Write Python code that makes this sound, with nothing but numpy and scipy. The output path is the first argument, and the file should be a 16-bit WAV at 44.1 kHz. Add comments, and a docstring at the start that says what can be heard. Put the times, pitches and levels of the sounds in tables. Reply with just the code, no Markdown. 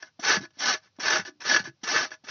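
"""A carrot is grated in six even downstrokes on the coarse side of a steel box grater, close by in a kitchen.
First, over faint room tone, it brushes the teeth on its way back up: short swells of scraping noise.
Each stroke lands with a soft knock and a wet hiss, both filtered noise, then swells into a dense crunch:
random fibre snaps, rubbing and catching teeth drive the ringing modes and dense wash of the thin steel.
After some pushes the box thumps on its plate in low decaying sines, once with a longer hum; brushes follow."""
import sys
import numpy as np
from scipy import signal
from scipy.fft import rfft, irfft
from scipy.io import wavfile

SR = 44100
rng = np.random.default_rng(int(sys.argv[2]) if len(sys.argv) > 2 else 0)


def pcm_store(signal):
    """Save signal as 16-bit PCM."""
    levels = np.round(np.clip(np.atleast_2d(signal), -1, 1) * 32767)
    wavfile.write(sys.argv[1], SR, levels.astype(np.int16).T)


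N = 101429
T = np.arange(N) / SR

# Room tone colour. Each row: frequency in Hz, relative level in dB.
AIR_COLOUR = [(40, -10.5), (100, 8.5), (300, -8), (700, -9.5), (2000, -14), (5800, -9.5), (7200, -33.5)]
AIR_DB = -72
# Light brushes on the way back up. Each row: start in seconds, length in seconds, level in dB.
BRUSHES = [(0, .08, -54), (0.405, 0.039, -44.5), (0.533, .04, -65), (0.812, 0.051, -66),
           (0.83, 0.04, -57.5), (0.954, .008, -66), (1.249, 0.034, -40.5), (1.638, 0.041, -40.5),
           (1.812, .018, -64.5), (2.104, 0.038, -45)]
BRUSH_FADE_S, CONTACT_RISE_S = 0.01, 0.0028  # the rise also serves the knocks
# A tooth catches and lets go, pinging the steel. Each row: start in seconds, crack level in dB, ping level in dB.
CATCHES = [(0.0249, -38.5, -38.5), (0.297, -21, -21.5), (.311, -30, -27.5), (0.363, -24.5, -33),
           (0.435, -59, -42), (.452, -43.5, -48.5), (.506, -58, -70.5), (0.682, -23.5, -25.5),
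           (0.726, -31.5, -31.5), (0.964, -59, -73), (1.079, -30, -24), (1.122, -27.5, -23.5),
           (1.158, -26, -23), (1.25, -42.5, -42), (1.277, -50.5, -42.5), (1.51, -36.5, -22),
           (1.542, -32.5, -22), (1.561, -26, -20), (1.653, -41, -38), (1.959, -30, -22.5),
           (2.114, -47, -37)]
CRACK_FADE_S, PING_RISE_S = 0.0016, 0.0041
PING_LEVEL_SPAN_S = 0.013  # opening span over which a ping's level counts
# Carrot landing on the steel. Each row: start in seconds, rise in seconds, scrape level in dB, wet hiss level in dB.
LANDINGS = [(.193, 0.0055, -43.5, -46), (.586, .012, -51, -37), (0.994, 0.0076, -32.5, -44),
            (1.401, 0.012, -38.5, -50.5), (1.832, 0.005, -29, -40), (2.238, 0.0065, -50, -55.5)]
LAND_HOLD_S, LAND_FADE_S = 0.0068, 0.013
# Downstrokes. Each row: bite in seconds, fastest moment in seconds, end in seconds, level in dB.
STROKES = [(0.239, 0.319, 0.3678, -19.5), (0.607, 0.693, .748, -21.5), (1.03, 1.129, 1.197, -21.5),
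           (1.453, 1.53, 1.597, -21.5), (1.873, 1.956, 2.044, -22.5), (2.29, 2.41, 2.44, -22.5)]
EDGE_DROP_DB, SWELL_POWER = 7.5, 1.93  # drop at bite and end, shape of the swell
BITE_S, LIFT_S = 0.012, 0.028  # time constants: digging in before the bite, letting go after the end
# Colour of the crunch. Each row: frequency in Hz, relative level in dB.
CRUNCH_COLOUR = [(55, -29.5), (100, -13.5), (200, -6.5), (350, 2.5), (500, -3), (750, 3), (1000, 2),
                 (1550, 7.5), (2100, 2), (2950, -1), (3800, -1), (4550, 1.5), (5000, -0.5), (5450, 5),
                 (6050, 2.5), (6500, -9.5), (7000, -28.5), (7600, -41)]
FIBRES_PER_S, FIBRE_SPREAD_DB, FIBRE_DB, RUB_DB = 2600, 2, -3, -9
TEETH_PER_S, TEETH_SPREAD_DB = 170, 1.26  # the load flickers as teeth bite
# Modes of the steel box. Each row: frequency in Hz, relative level in dB, T60 in seconds.
STEEL_MODES = [(298, -18, .08), (368, -21, .08), (635, -12, .11), (797, -19, .1), (1012, -17, .1),
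               (1168, -18, .09), (1283, -18, .1), (1482, -6, .08), (1545, -10, .06), (1686, 0, .08),
               (1750, -4, .06), (1818, -13, .06), (2048, -19, .07), (2525, -20, .07), (2682, -19, .07),
               (2805, -20, .07), (3266, -17, .07), (3376, -19, .08), (4410, -16, .07), (4657, -12, .07),
               (5416, -16, .06), (5716, -15, .06), (5794, -15, .06)]
RING_DB, WASH_DB, WASH_T60_S = -5.5, -4, 0.04  # listed modes; dense wash of all the others
WASH_SHIFTS_PER_S = 14  # the moving carrot damps ever different parts of the wall
# Dull knocks of flesh on the wall. Each row: start in seconds, level in dB.
KNOCKS = [(0.191, -41), (.568, -54.5), (0.985, -41.5), (1.397, -62.5), (1.831, -40.5), (2.237, -49.5)]
KNOCK_FADE_S = 0.0054
# Colour of a knock. Each row: frequency in Hz, relative level in dB.
FLESH_COLOUR = [(60, -22), (130, -25), (280, 8), (450, -16), (700, -2), (900, -12.5), (1200, -18.5),
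                (2600, -28.5), (3550, -20.5), (4400, -40), (7500, -50.5)]
# Hiss bands of the wet face sliding. Each row: centre in Hz, nominal width in Hz, relative level in dB.
SKIN_BANDS = [(3340, 100, -8.5), (5670, 310, 0.5)]
SKIN_FADE_S = 0.037
# The box thumps on its plate. Each row: start in seconds, pitch in Hz, level in dB.
THUMPS = [(0.369, 194, -29.5), (.378, 116, -48), (.405, 136, -42), (.405, 277, -37), (.43, 338, -41),
          (1.19, 188.6, -39.5), (1.205, 105, -47), (1.275, 360, -44), (1.598, 186.7, -37),
          (1.615, 123, -47), (1.645, 145, -42), (1.672, 334.6, -39.5), (1.68, 134, -43)]
THUMP_T60_S, THUMP_RISE_S = 0.12, 0.002
THUMP_ROUGHNESS = 0.45  # share of rattle in the rocking
# The lifted box hums on. Each row: start in seconds, pitch in Hz, level in dB.
HUMS = [(1.285, 298, -49.5)]
HUM_T60_S = 0.28
ROOM_T60_S, ROOM_DB = 0.22, -31
BASS_CUT_HZ, TOP_HZ = 85, 7400


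def amp(db):
    """Decibels to gain."""
    return 10 ** (np.asarray(db) / 20)


def unit(x):
    """Scale to rms 1."""
    return x / np.sqrt(np.mean(x ** 2))


def through(x, response):
    """Pass a sound through an impulse response."""
    return signal.fftconvolve(x, response)[:N]


def colour(x, points):
    """Minimum-phase filter through (Hz, dB) points that keeps the power of white noise."""
    points_hz, points_db = np.array(points, float).T
    size = 4096
    bins_hz = np.arange(size // 2 + 1) * SR / size
    gain = unit(amp(np.interp(np.log(bins_hz + 1), np.log(points_hz), points_db)))
    # folding the cepstrum makes the response causal
    cepstrum = irfft(np.log(gain))
    cepstrum[1:size // 2] *= 2
    cepstrum[size // 2 + 1:] = 0
    return through(x, irfft(np.exp(rfft(cepstrum))))


def fade(t60_s):
    """Exponential decay of unit energy."""
    shape = np.exp(-np.log(1000) * T / t60_s)
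    return shape / np.linalg.norm(shape)


def burst(start_s, rise_s, hold_s, release_s):
    """Linear attack, hold counted from the start, exponential release by time constant."""
    attack = np.clip((T - start_s) / rise_s, 0, 1)
    return attack * np.exp(-np.maximum(T - start_s - hold_s, 0) / release_s)


def walk(knots_per_s):
    """Random wander in straight lines between knots, rms 1."""
    knots = rng.standard_normal(N // 20)
    return unit(np.interp(T * knots_per_s, np.arange(len(knots)), knots))


def room_tone():
    """Steady coloured noise of the kitchen air."""
    return amp(AIR_DB) * colour(rng.standard_normal(N), AIR_COLOUR)


def effort():
    """How hard the carrot works the teeth: return brushes, landings and downstrokes, summed in power."""
    parts = [amp(db) * burst(start, CONTACT_RISE_S, length, BRUSH_FADE_S) for start, length, db in BRUSHES]
    for start, rise, scrape_db, _ in LANDINGS:
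        parts.append(amp(scrape_db) * burst(start, rise, rise + LAND_HOLD_S, LAND_FADE_S))
    for bite, fastest, end, db in STROKES:
        before = (fastest - T) / (fastest - bite)
        after = (T - fastest) / (end - fastest)
        away = np.where(T < fastest, before, after)  # 0 when fastest, 1 at bite and end
        contact = np.exp(-np.maximum(bite - T, 0) / BITE_S - np.maximum(T - end, 0) / LIFT_S)
        parts.append(amp(db - EDGE_DROP_DB * away ** SWELL_POWER) * contact)
    return np.linalg.norm(parts, axis=0)


def grating_force():
    """Randomly timed fibre snaps plus rubbing noise, scaled by effort and the flickering load."""
    snap_now = rng.random(N) < FIBRES_PER_S / SR
    strength_db = FIBRE_SPREAD_DB * np.minimum(rng.exponential(size=N), 3)
    snaps = snap_now * rng.choice([-1, 1], N) * amp(strength_db)
    force = amp(FIBRE_DB) * unit(snaps) + amp(RUB_DB) * rng.standard_normal(N)
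    flicker = unit(amp(TEETH_SPREAD_DB * walk(TEETH_PER_S)))
    return force * effort() * flicker


def steel_ring():
    """The box's modes after one tap, unit energy; neighbours swing in opposite directions."""
    ring = np.zeros(N)
    for k, (hz, db, t60_s) in enumerate(STEEL_MODES):
        ring += (-1) ** k * amp(db) * fade(t60_s) * np.sin(2 * np.pi * hz * T)
    return ring / np.linalg.norm(ring)


def tooth_cracks():
    """Short noise cracks as teeth catch."""
    envelope = sum(amp(db) * burst(start, 1 / SR, CRACK_FADE_S, CRACK_FADE_S) for start, db, _ in CATCHES)
    return rng.standard_normal(N) * envelope


def tooth_pings(ring):
    """Each caught tooth lets go over a moment and sets the steel ringing."""
    ping = np.minimum(T / PING_RISE_S, 1) * ring / np.std(ring[T < PING_LEVEL_SPAN_S])
    return sum(amp(db) * np.interp(T - start, T, ping, left=0) for start, _, db in CATCHES)


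def wash(x):
    """Dense short ringing of the walls: two noise tails in a wandering blend."""
    turn = np.pi * walk(WASH_SHIFTS_PER_S)
    washed = np.zeros(N)
    for share in (np.cos(turn), np.sin(turn)):
        tail = fade(WASH_T60_S) * rng.standard_normal(N)
        washed += share * through(x, tail)
    return washed


def grating():
    """Snapping fibres, wet rubbing and catching teeth all sound through the steel box."""
    force = grating_force()
    crunch = colour(force + tooth_cracks(), CRUNCH_COLOUR)
    body = (crunch + amp(WASH_DB) * wash(crunch)) / np.hypot(1, amp(WASH_DB))
    ring = steel_ring()
    return body + amp(RING_DB) * through(force, ring) + tooth_pings(ring)


def band(hz, width_hz):
    """Noise through one resonance twice, for steep sides, rms 1."""
    b, a = signal.iirpeak(hz, hz / width_hz / 2, fs=SR)
    once = signal.lfilter(b, a, rng.standard_normal(N))
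    return unit(signal.lfilter(b, a, once))


def landings():
    """The soft flesh meets the wall with a dull knock, then its wet face hisses over the steel."""
    push = sum(amp(db) * burst(start, CONTACT_RISE_S, 2 * CONTACT_RISE_S, KNOCK_FADE_S) for start, db in KNOCKS)
    knocks = push * colour(rng.standard_normal(N), FLESH_COLOUR)
    slide = sum(amp(db) * burst(start, rise, rise, SKIN_FADE_S) for start, rise, _, db in LANDINGS)
    hiss = sum(amp(db) * band(hz, width_hz) for hz, width_hz, db in SKIN_BANDS)
    return knocks + slide * hiss


def thumps(events, t60_s):
    """Low decaying notes of the whole box, roughened as it rocks and rattles on the plate."""
    notes = np.zeros(N)
    for start, hz, db in events:
        envelope = burst(start, THUMP_RISE_S, THUMP_RISE_S, t60_s / np.log(1000))
        notes += amp(db) * envelope * np.sin(2 * np.pi * hz * (T - start))
    return notes * (1 + THUMP_ROUGHNESS * walk(TEETH_PER_S))


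def kitchen_echo(near):
    """Faint reverberation: a decaying noise tail."""
    return through(near, amp(ROOM_DB) * fade(ROOM_T60_S) * rng.standard_normal(N))


def scene():
    """The grater close up, with a little kitchen echo and room tone."""
    near = grating() + landings() + thumps(THUMPS, THUMP_T60_S) + thumps(HUMS, HUM_T60_S)
    return (near + kitchen_echo(near) + room_tone())[None]


def record(dry):
    """The microphone drops the deep bass and cuts the top."""
    bass_cut = signal.butter(8, BASS_CUT_HZ, "high", fs=SR, output="sos")
    top_cut = signal.ellip(10, 0.2, 80, TOP_HZ, fs=SR, output="sos")  # 0.2 dB ripple, 80 dB stopband
    return signal.sosfilt(top_cut, signal.sosfilt(bass_cut, dry))


dry = scene()
out = record(dry)
pcm_store(out)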